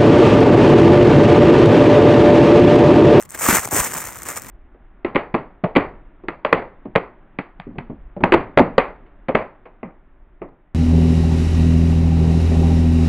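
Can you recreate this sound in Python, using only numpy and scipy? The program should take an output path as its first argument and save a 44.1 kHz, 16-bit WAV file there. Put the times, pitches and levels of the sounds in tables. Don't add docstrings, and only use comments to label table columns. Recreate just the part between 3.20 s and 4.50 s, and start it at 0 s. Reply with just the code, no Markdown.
import sys
import numpy as np
from scipy import signal
from scipy.fft import rfft, irfft
from scipy.io import wavfile
from scipy.ndimage import uniform_filter1d

SR = 44100
rng = np.random.default_rng(int(sys.argv[2]) if len(sys.argv) > 2 else 0)


def invert_db(level):
    return 10 ** (np.asarray(level, dtype=float) / 20)


def generate_wav(signal):
    frames = np.transpose(np.atleast_2d(signal))
    scaled = np.clip(frames, -1, 1) * 32767
    pcm = np.round(scaled).astype(np.int16)
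    wavfile.write(sys.argv[1], SR, pcm)


N = 57330
SIZE = 2048

# time in seconds, effort in dB, tautness of the sheet in dB.
GRIP_MOVE = [(0, -43, 0), (0.046, -55, -4.5), (0.056, -45, -4.5), (0.069, -81, 19), (.088, -59, -9),
             (0.095, -53, 0), (0.137, -39.5, -3.5), (0.147, -33.5, -5), (0.167, -42.5, 1.5)]
RIP_MOVE = [(0.194, -30, 3.5), (0.241, -21, -1), (.266, -21, 0.5), (0.285, -19, -0.5), (0.29, -15.5, -4),
            (0.371, -16, -1.5), (0.413, -30.5, 1.5), (0.454, -32.5, -2.5), (0.462, -41.5, 6)]
PEEL_MOVE = [(0.486, -38, -8), (0.496, -46, -6.5), (0.508, -37.5, -4), (0.513, -28, 2.8), (0.562, -18, 2),
             (.62, -21, 0.3), (0.664, -24.5, -1.4), (0.693, -31.5, -3.5), (0.788, -30, -2)]
CRUMPLE_MOVE = [(0.886, -36, -1), (0.901, -40, -1.5), (1.033, -42.5, -3.5), (1.1, -29, -2),
                (1.154, -38, -2.5), (1.173, -28, 0), (1.201, -44.5, -2), (1.255, -45, -7.5),
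                (1.285, -40, -1)]
MOVES = GRIP_MOVE + RIP_MOVE + PEEL_MOVE + CRUMPLE_MOVE

# start in seconds, flick peak in dB,
# tick peak in dB, flick pitch in Hz.
CREASE_SNAPS = [(0.0014, -41, -34, 1100), (0.0067, -33, -33, 1150), (0.0155, -37, -24, 2080),
                (0.0248, -29, -24, 1450), (0.0336, -43, -30, 1000), (0.0513, -41, -38, 1220),
                (0.057, -40, -40, 1250), (0.0917, -38, -32, 1690), (0.0952, -51, -37, 1030),
                (0.0991, -44, -27, 1820), (0.1057, -37, -23, 1790), (0.1167, -39, -31, 1980),
                (0.1209, -42, -26, 1070), (0.1441, -26, -36, 1500), (0.148, -20, -19, 1670),
                (0.1516, -18, -25, 1490), (0.1585, -29, -27, 1470), (0.1745, -36, -26, 1890),
                (0.1897, -23, -22, 1590), (0.1954, -22, -22, 1660), (0.2103, -20, -20, 1050),
                (0.216, -18, -19, 1350), (0.2212, -22, -10, 1570), (0.2324, -15, -11, 1910),
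                (0.2391, -11, -10, 1440), (0.2553, -11, -11, 1320), (0.2645, -5, -10, 1270),
                (0.2873, -2, -7, 1100), (0.3069, -7, -15, 1230), (0.3136, -7, -13, 1460),
                (0.3525, -12, -6, 1290), (0.3694, -7, -8, 900), (0.3844, -11, -12, 1490),
                (0.412, -25, -19, 1580), (0.4214, -28, -20, 980), (0.4327, -18, -23, 1110),
                (0.4391, -21, -27, 1570), (0.4482, -19, -14, 830), (0.4531, -26, -14, 950),
                (0.4566, -24, -26, 870), (0.4692, -34, -23, 1200), (0.4747, -20, -18, 780),
                (0.4876, -26, -19, 750), (0.5107, -17, -15, 830), (0.5178, -19, -21, 830),
                (0.5234, -17, -17, 830), (0.5458, -13, -12, 930), (0.566, -14, -7, 1110),
                (0.5962, -20, -10, 1170), (0.6003, -16, -9, 1210),
                (0.6115, -13, -17, 1280), (0.6417, -19, -12, 1010), (0.6452, -19, -12, 1160),
                 (0.649, -20, -12, 1570), (0.7209, -20, -19, 1560), (0.7349, -18, -16, 980),
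                 (0.7398, -20, -12, 1090), (0.7496, -20, -28, 1070), (0.7551, -26, -19, 890),
                 (0.7642, -17, -22, 1230), (0.7693, -27, -14, 1350), (0.7769, -21, -14, 1190),
                 (0.7826, -20, -14, 1030), (0.8037, -27, -20, 1060), (0.8397, -35, -20, 1430),
                 (0.85, -31, -25, 1280), (0.8529, -30, -21, 1660), (0.866, -33, -24, 1080),
                 (0.8715, -29, -18, 1920), (0.8855, -25, -26, 1190), (0.8901, -25, -37, 1070),
                 (0.9056, -32, -30, 1300), (0.9232, -28, -30, 1160), (0.9298, -39, -27, 1330),
                 (0.9463, -33, -27, 1080), (0.9573, -27, -23, 1010), (0.9641, -26, -30, 1400),
                 (0.9708, -38, -24, 1500), (0.9871, -42, -26, 1610), (0.9976, -30, -32, 1460),
                 (1.0196, -33, -21, 1170), (1.0324, -32, -19, 1320), (1.0541, -24, -25, 1930),
                 (1.0597, -25, -29, 1210), (1.0663, -32, -20, 1880), (1.0863, -29, -13, 1560),
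                 (1.1593, -28, -23, 1370), (1.1655, -26, -22, 1640), (1.1702, -25, -19, 1890),
                 (1.1769, -20, -28, 1420), (1.1825, -30, -21, 1240), (1.1969, -35, -29, 930),
                 (1.22, -30, -20, 1390), (1.2266, -34, -33, 1320), (1.2354, -34, -30, 1460),
                 (1.2461, -36, -31, 820), (1.2605, -39, -34, 1540), (1.267, -34, -29, 1240),
                 (1.2845, -34, -27, 1110), (1.2885, -35, -26, 1860),
                (.2422, -14, -12, 1500), (.2613, -6, -12, 1350), (.3007, -9, -12, 1300),
              (.3103, -8, -13, 1400), (.328, -11, -14, 1500), (.3385, -10, -12, 1000),
              (.5295, -14, -15, 700), (.5365, -13, -14, 850), (.5735, -14, -12, 1500),
              (.5912, -15, -15, 1100), (.6021, -13, -12, 1300), (.6717, -21, -19, 2600),
              (1.0876, -21, -18, 1500), (1.1001, -22, -26, 1200), (1.111, -24, -24, 1400)]
ALL_SNAPS = CREASE_SNAPS

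# start in seconds, peak in dB, pitch in Hz, time to fall by 60 dB in seconds.
ROLL_KNOCKS = [(0.2881, 0.5, 239, 0.016), (0.2885, -21, 124, 0.038), (0.327, -14, 195, 0.079),
               (.385, -22, 89, 0.051), (0.458, -20.5, 408, 0.016), (0.455, -30, 116, 0.11),
               (.526, -12.5, 320, 0.019), (0.53, -19, 95, 0.062), (0.545, -14, 294, 0.042),
               (.562, -19.5, 416, 0.1), (0.565, -26, 89, 0.059), (0.588, -18.5, 146.6, 0.077),
               (0.596, -15, 57, 0.057), (0.755, -31.5, 157, 0.16), (0.854, -26, 60, 0.05),
               (0.878, -25.5, 70, 0.036), (1.061, -36, 337, 0.047)]

# frequency in Hz, level in dB.
SHEET_COLOUR = [(80, -30.5), (250, -15), (500, -4), (830, -3.5), (1100, 0), (2200, -4.5), (3300, -16.5),
                (4600, -22.5)]
FIBRE_COLOUR = [(2350, -43), (4460, -19.5), (5610, -6), (7610, 2.5), (8840, 2), (10600, -10), (12500, -1.5),
                (15800, -4)]
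FLAP_COLOUR = [(30, -2.5), (60, -3.5), (150, 0), (350, 1.5), (700, -17.5)]
CRACK_COLOUR = [(1500, -18), (3000, -7), (4500, 5), (7000, -29)]
AIR_COLOUR = [(18, -36), (30, 5.5), (128, 6), (510, -12.5), (1000, -6), (4870, -37), (9340, -45),
              (12000, -64), (15600, -93), (22000, -120)]

OWN_SHARE = 0.58


def evened(x):
    return x / np.sqrt(np.mean(x ** 2) + 1e-20)


def read(points, hz):
    f, value = np.transpose(points)
    return np.interp(np.log(hz + 1), np.log(f + 1), value)


def colour(x, points):
    hz = abs(np.fft.fftfreq(SIZE, 1 / SR))
    log_gain = np.log(invert_db(np.maximum(read(points, hz), -70)))
    spectrum = np.exp(signal.hilbert(log_gain).conj())
    taps = np.fft.ifft(spectrum).real[:SIZE // 2]
    taps = taps / np.linalg.norm(taps)
    return signal.oaconvolve(x, taps[None], axes=1)[:, :N]


def add(mix, start_s, sound):
    part = mix[:, round(start_s * SR):][:, :sound.shape[1]]
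    part += sound[:, :part.shape[1]]


def burst(ms, place, own=0.0):
    lag_us, lag_spread_us = 23.2, 6.8
    t = np.arange(SIZE // 4) / SR
    fade = np.exp(-1000 * t / np.clip(ms, 0.1, 8)) * np.minimum(t * 6000, 1)
    shared, extra = rng.standard_normal((2, len(t))) * fade
    tilt = rng.uniform(-0.25, 0.4)
    shared = shared + tilt * np.roll(shared, 1)
    extra = extra + tilt * np.roll(extra, 1)
    own = np.clip(own, 0, 1)
    right = np.sqrt(1 - own ** 2) * shared + own * extra
    delay = (lag_us + lag_spread_us * place) / 1.086e6
    lag = np.exp(-2j * np.pi * np.fft.rfftfreq(len(t), 1 / SR) * delay)
    return np.array([shared, irfft(rfft(right) * lag)]) / np.linalg.norm(shared)


def hail(per_s, spread_db, ms, level_db, own, count=24):
    draw = rng.random((N, 3))
    thin = invert_db(0.38 * np.minimum(level_db + 24, 0))
    size = evened(invert_db(spread_db * np.minimum(-np.log(draw[:, 0] + 1e-9), 4)))
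    happens = draw[:, 1] < thin * per_s / SR
    size = size * happens * np.sqrt(SR / per_s / thin) * invert_db(level_db)
    kind = (draw[:, 2] * count).astype(int)
    out = np.zeros((2, N))
    for k in range(count):
        grain = burst(ms * 2 ** rng.uniform(-1.5, 1), rng.standard_normal(), own)
        out += signal.oaconvolve((size * (kind == k))[None], grain, axes=1)[:, :N]
    return out


def pull():
    clump_db, clump_ms = -1, 9.3
    shower_db, shower_ms = 6.0, 5.0
    s, effort_db, taut_db = np.transpose(MOVES)
    t = np.arange(N) / SR
    width = max(round(clump_ms * SR / 1000), 1)
    clumps = uniform_filter1d(uniform_filter1d(rng.standard_normal(N), width), width)
    level_db = np.interp(t, s, effort_db) + clump_db * evened(clumps)
    starts = np.bincount([round(row[0] * SR) for row in ALL_SNAPS], minlength=N)
    fade = np.exp(-1000 * t[:SIZE] / np.clip(shower_ms, 1, 12))
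    shower = np.minimum(signal.oaconvolve(starts, fade)[:N], 1)
    weakness = np.clip(-(level_db + 23) / 15, 0, 1)
    return level_db + shower_db * (shower - 0.3) * weakness, np.interp(t, s, taut_db)


def sheet_pops(level_db, taut_db):
    pops = hail(3200, 3.0, 1.73, level_db - 4.5 - taut_db / 2, 0.0)
    stiffness = 3.0 * invert_db(np.minimum(level_db + 8, 0))
    return pops + stiffness * np.diff(pops, axis=1, prepend=0)


def fibre_ticks(level_db, taut_db):
    return hail(4400, 3.0, 0.98, level_db - 0.5 + taut_db / 2, OWN_SHARE)


def sheet_flaps(level_db, taut_db):
    a, b = rng.standard_normal((N, 2)).T
    flap_db = -32 + 0.96 * (level_db + 18) - 1.7 * taut_db
    return np.array([a + 0.39 * b, a - 0.11 * b]) * invert_db(flap_db)


def crease_snaps(pops, ticks):
    pop_ms, tick_ms = 1.94, 1
    flicks, cracks = np.zeros((2, 2, N))
    t = np.arange(SIZE // 4) / SR
    for s, flick_db, tick_db, hz in ALL_SNAPS:
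        place = rng.standard_normal()
        turns = t * hz
        swing = 2 * np.sin(2 * np.pi * turns) * turns * np.exp(-turns / 0.47)
        add(flicks, s, invert_db(flick_db + 6) * np.array([swing, swing]))
        add(pops, s, invert_db(flick_db - 9) * 5 * burst(pop_ms, place))
        add(cracks, s, invert_db((flick_db + tick_db) / 2 - 11) * burst(tick_ms, place))
        add(ticks, s, invert_db(tick_db + 1.5) * 3.28 * burst(tick_ms, place, OWN_SHARE))
    return flicks, cracks


def paper():
    level_db, taut_db = pull()
    pops = sheet_pops(level_db, taut_db)
    ticks = fibre_ticks(level_db, taut_db)
    flaps = sheet_flaps(level_db, taut_db)
    flicks, cracks = crease_snaps(pops, ticks)
    pops += invert_db(-46) * np.roll(pops, 90, axis=1) * [[1], [-1]]
    grains = colour(pops, SHEET_COLOUR) + colour(ticks, FIBRE_COLOUR)
    return grains + colour(flaps, FLAP_COLOUR) + colour(cracks, CRACK_COLOUR) + flicks


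def rolls():
    out = np.zeros((2, N))
    t = np.arange(SIZE * 4) / SR
    for s, db, hz, t60 in ROLL_KNOCKS:
        fade = invert_db(db - 60 * t / t60)
        swing = fade * np.sin(2 * np.pi * hz * t) * np.minimum(t * hz * 3.1, 1)
        add(out, s, -swing * invert_db([[0.8], [-0.8]]))
    return out


def air():
    a, b, lumps = rng.standard_normal((N, 3)).T
    gusts = invert_db(2.2 * evened(uniform_filter1d(lumps, 3000)))
    apart = invert_db(-3) * b
    return invert_db(-50.5) * colour(gusts * np.array([a + apart, a - apart]), AIR_COLOUR)


def scene():
    return paper() + rolls() + air()


def low_pass(x):
    return signal.sosfilt(signal.butter(12, 16520, fs=SR, output="sos"), x)


def record(dry):
    x = signal.lfilter(*signal.butter(2, 41.6, "high", fs=SR), dry)
    x = x * invert_db(np.array([[0.435], [-0.435]]))
    notched = signal.lfilter(*signal.iirnotch(10540, 17, fs=SR), x)
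    x = (x + 2 * notched) / 3
    treble_limit = signal.firwin(401, 15850, window=("kaiser", 9), fs=SR)
    x = signal.oaconvolve(x, treble_limit[None], "same", axes=1)
    return low_pass(np.clip(x, -1, 1))


dry = scene()
out = record(dry)
generate_wav(out)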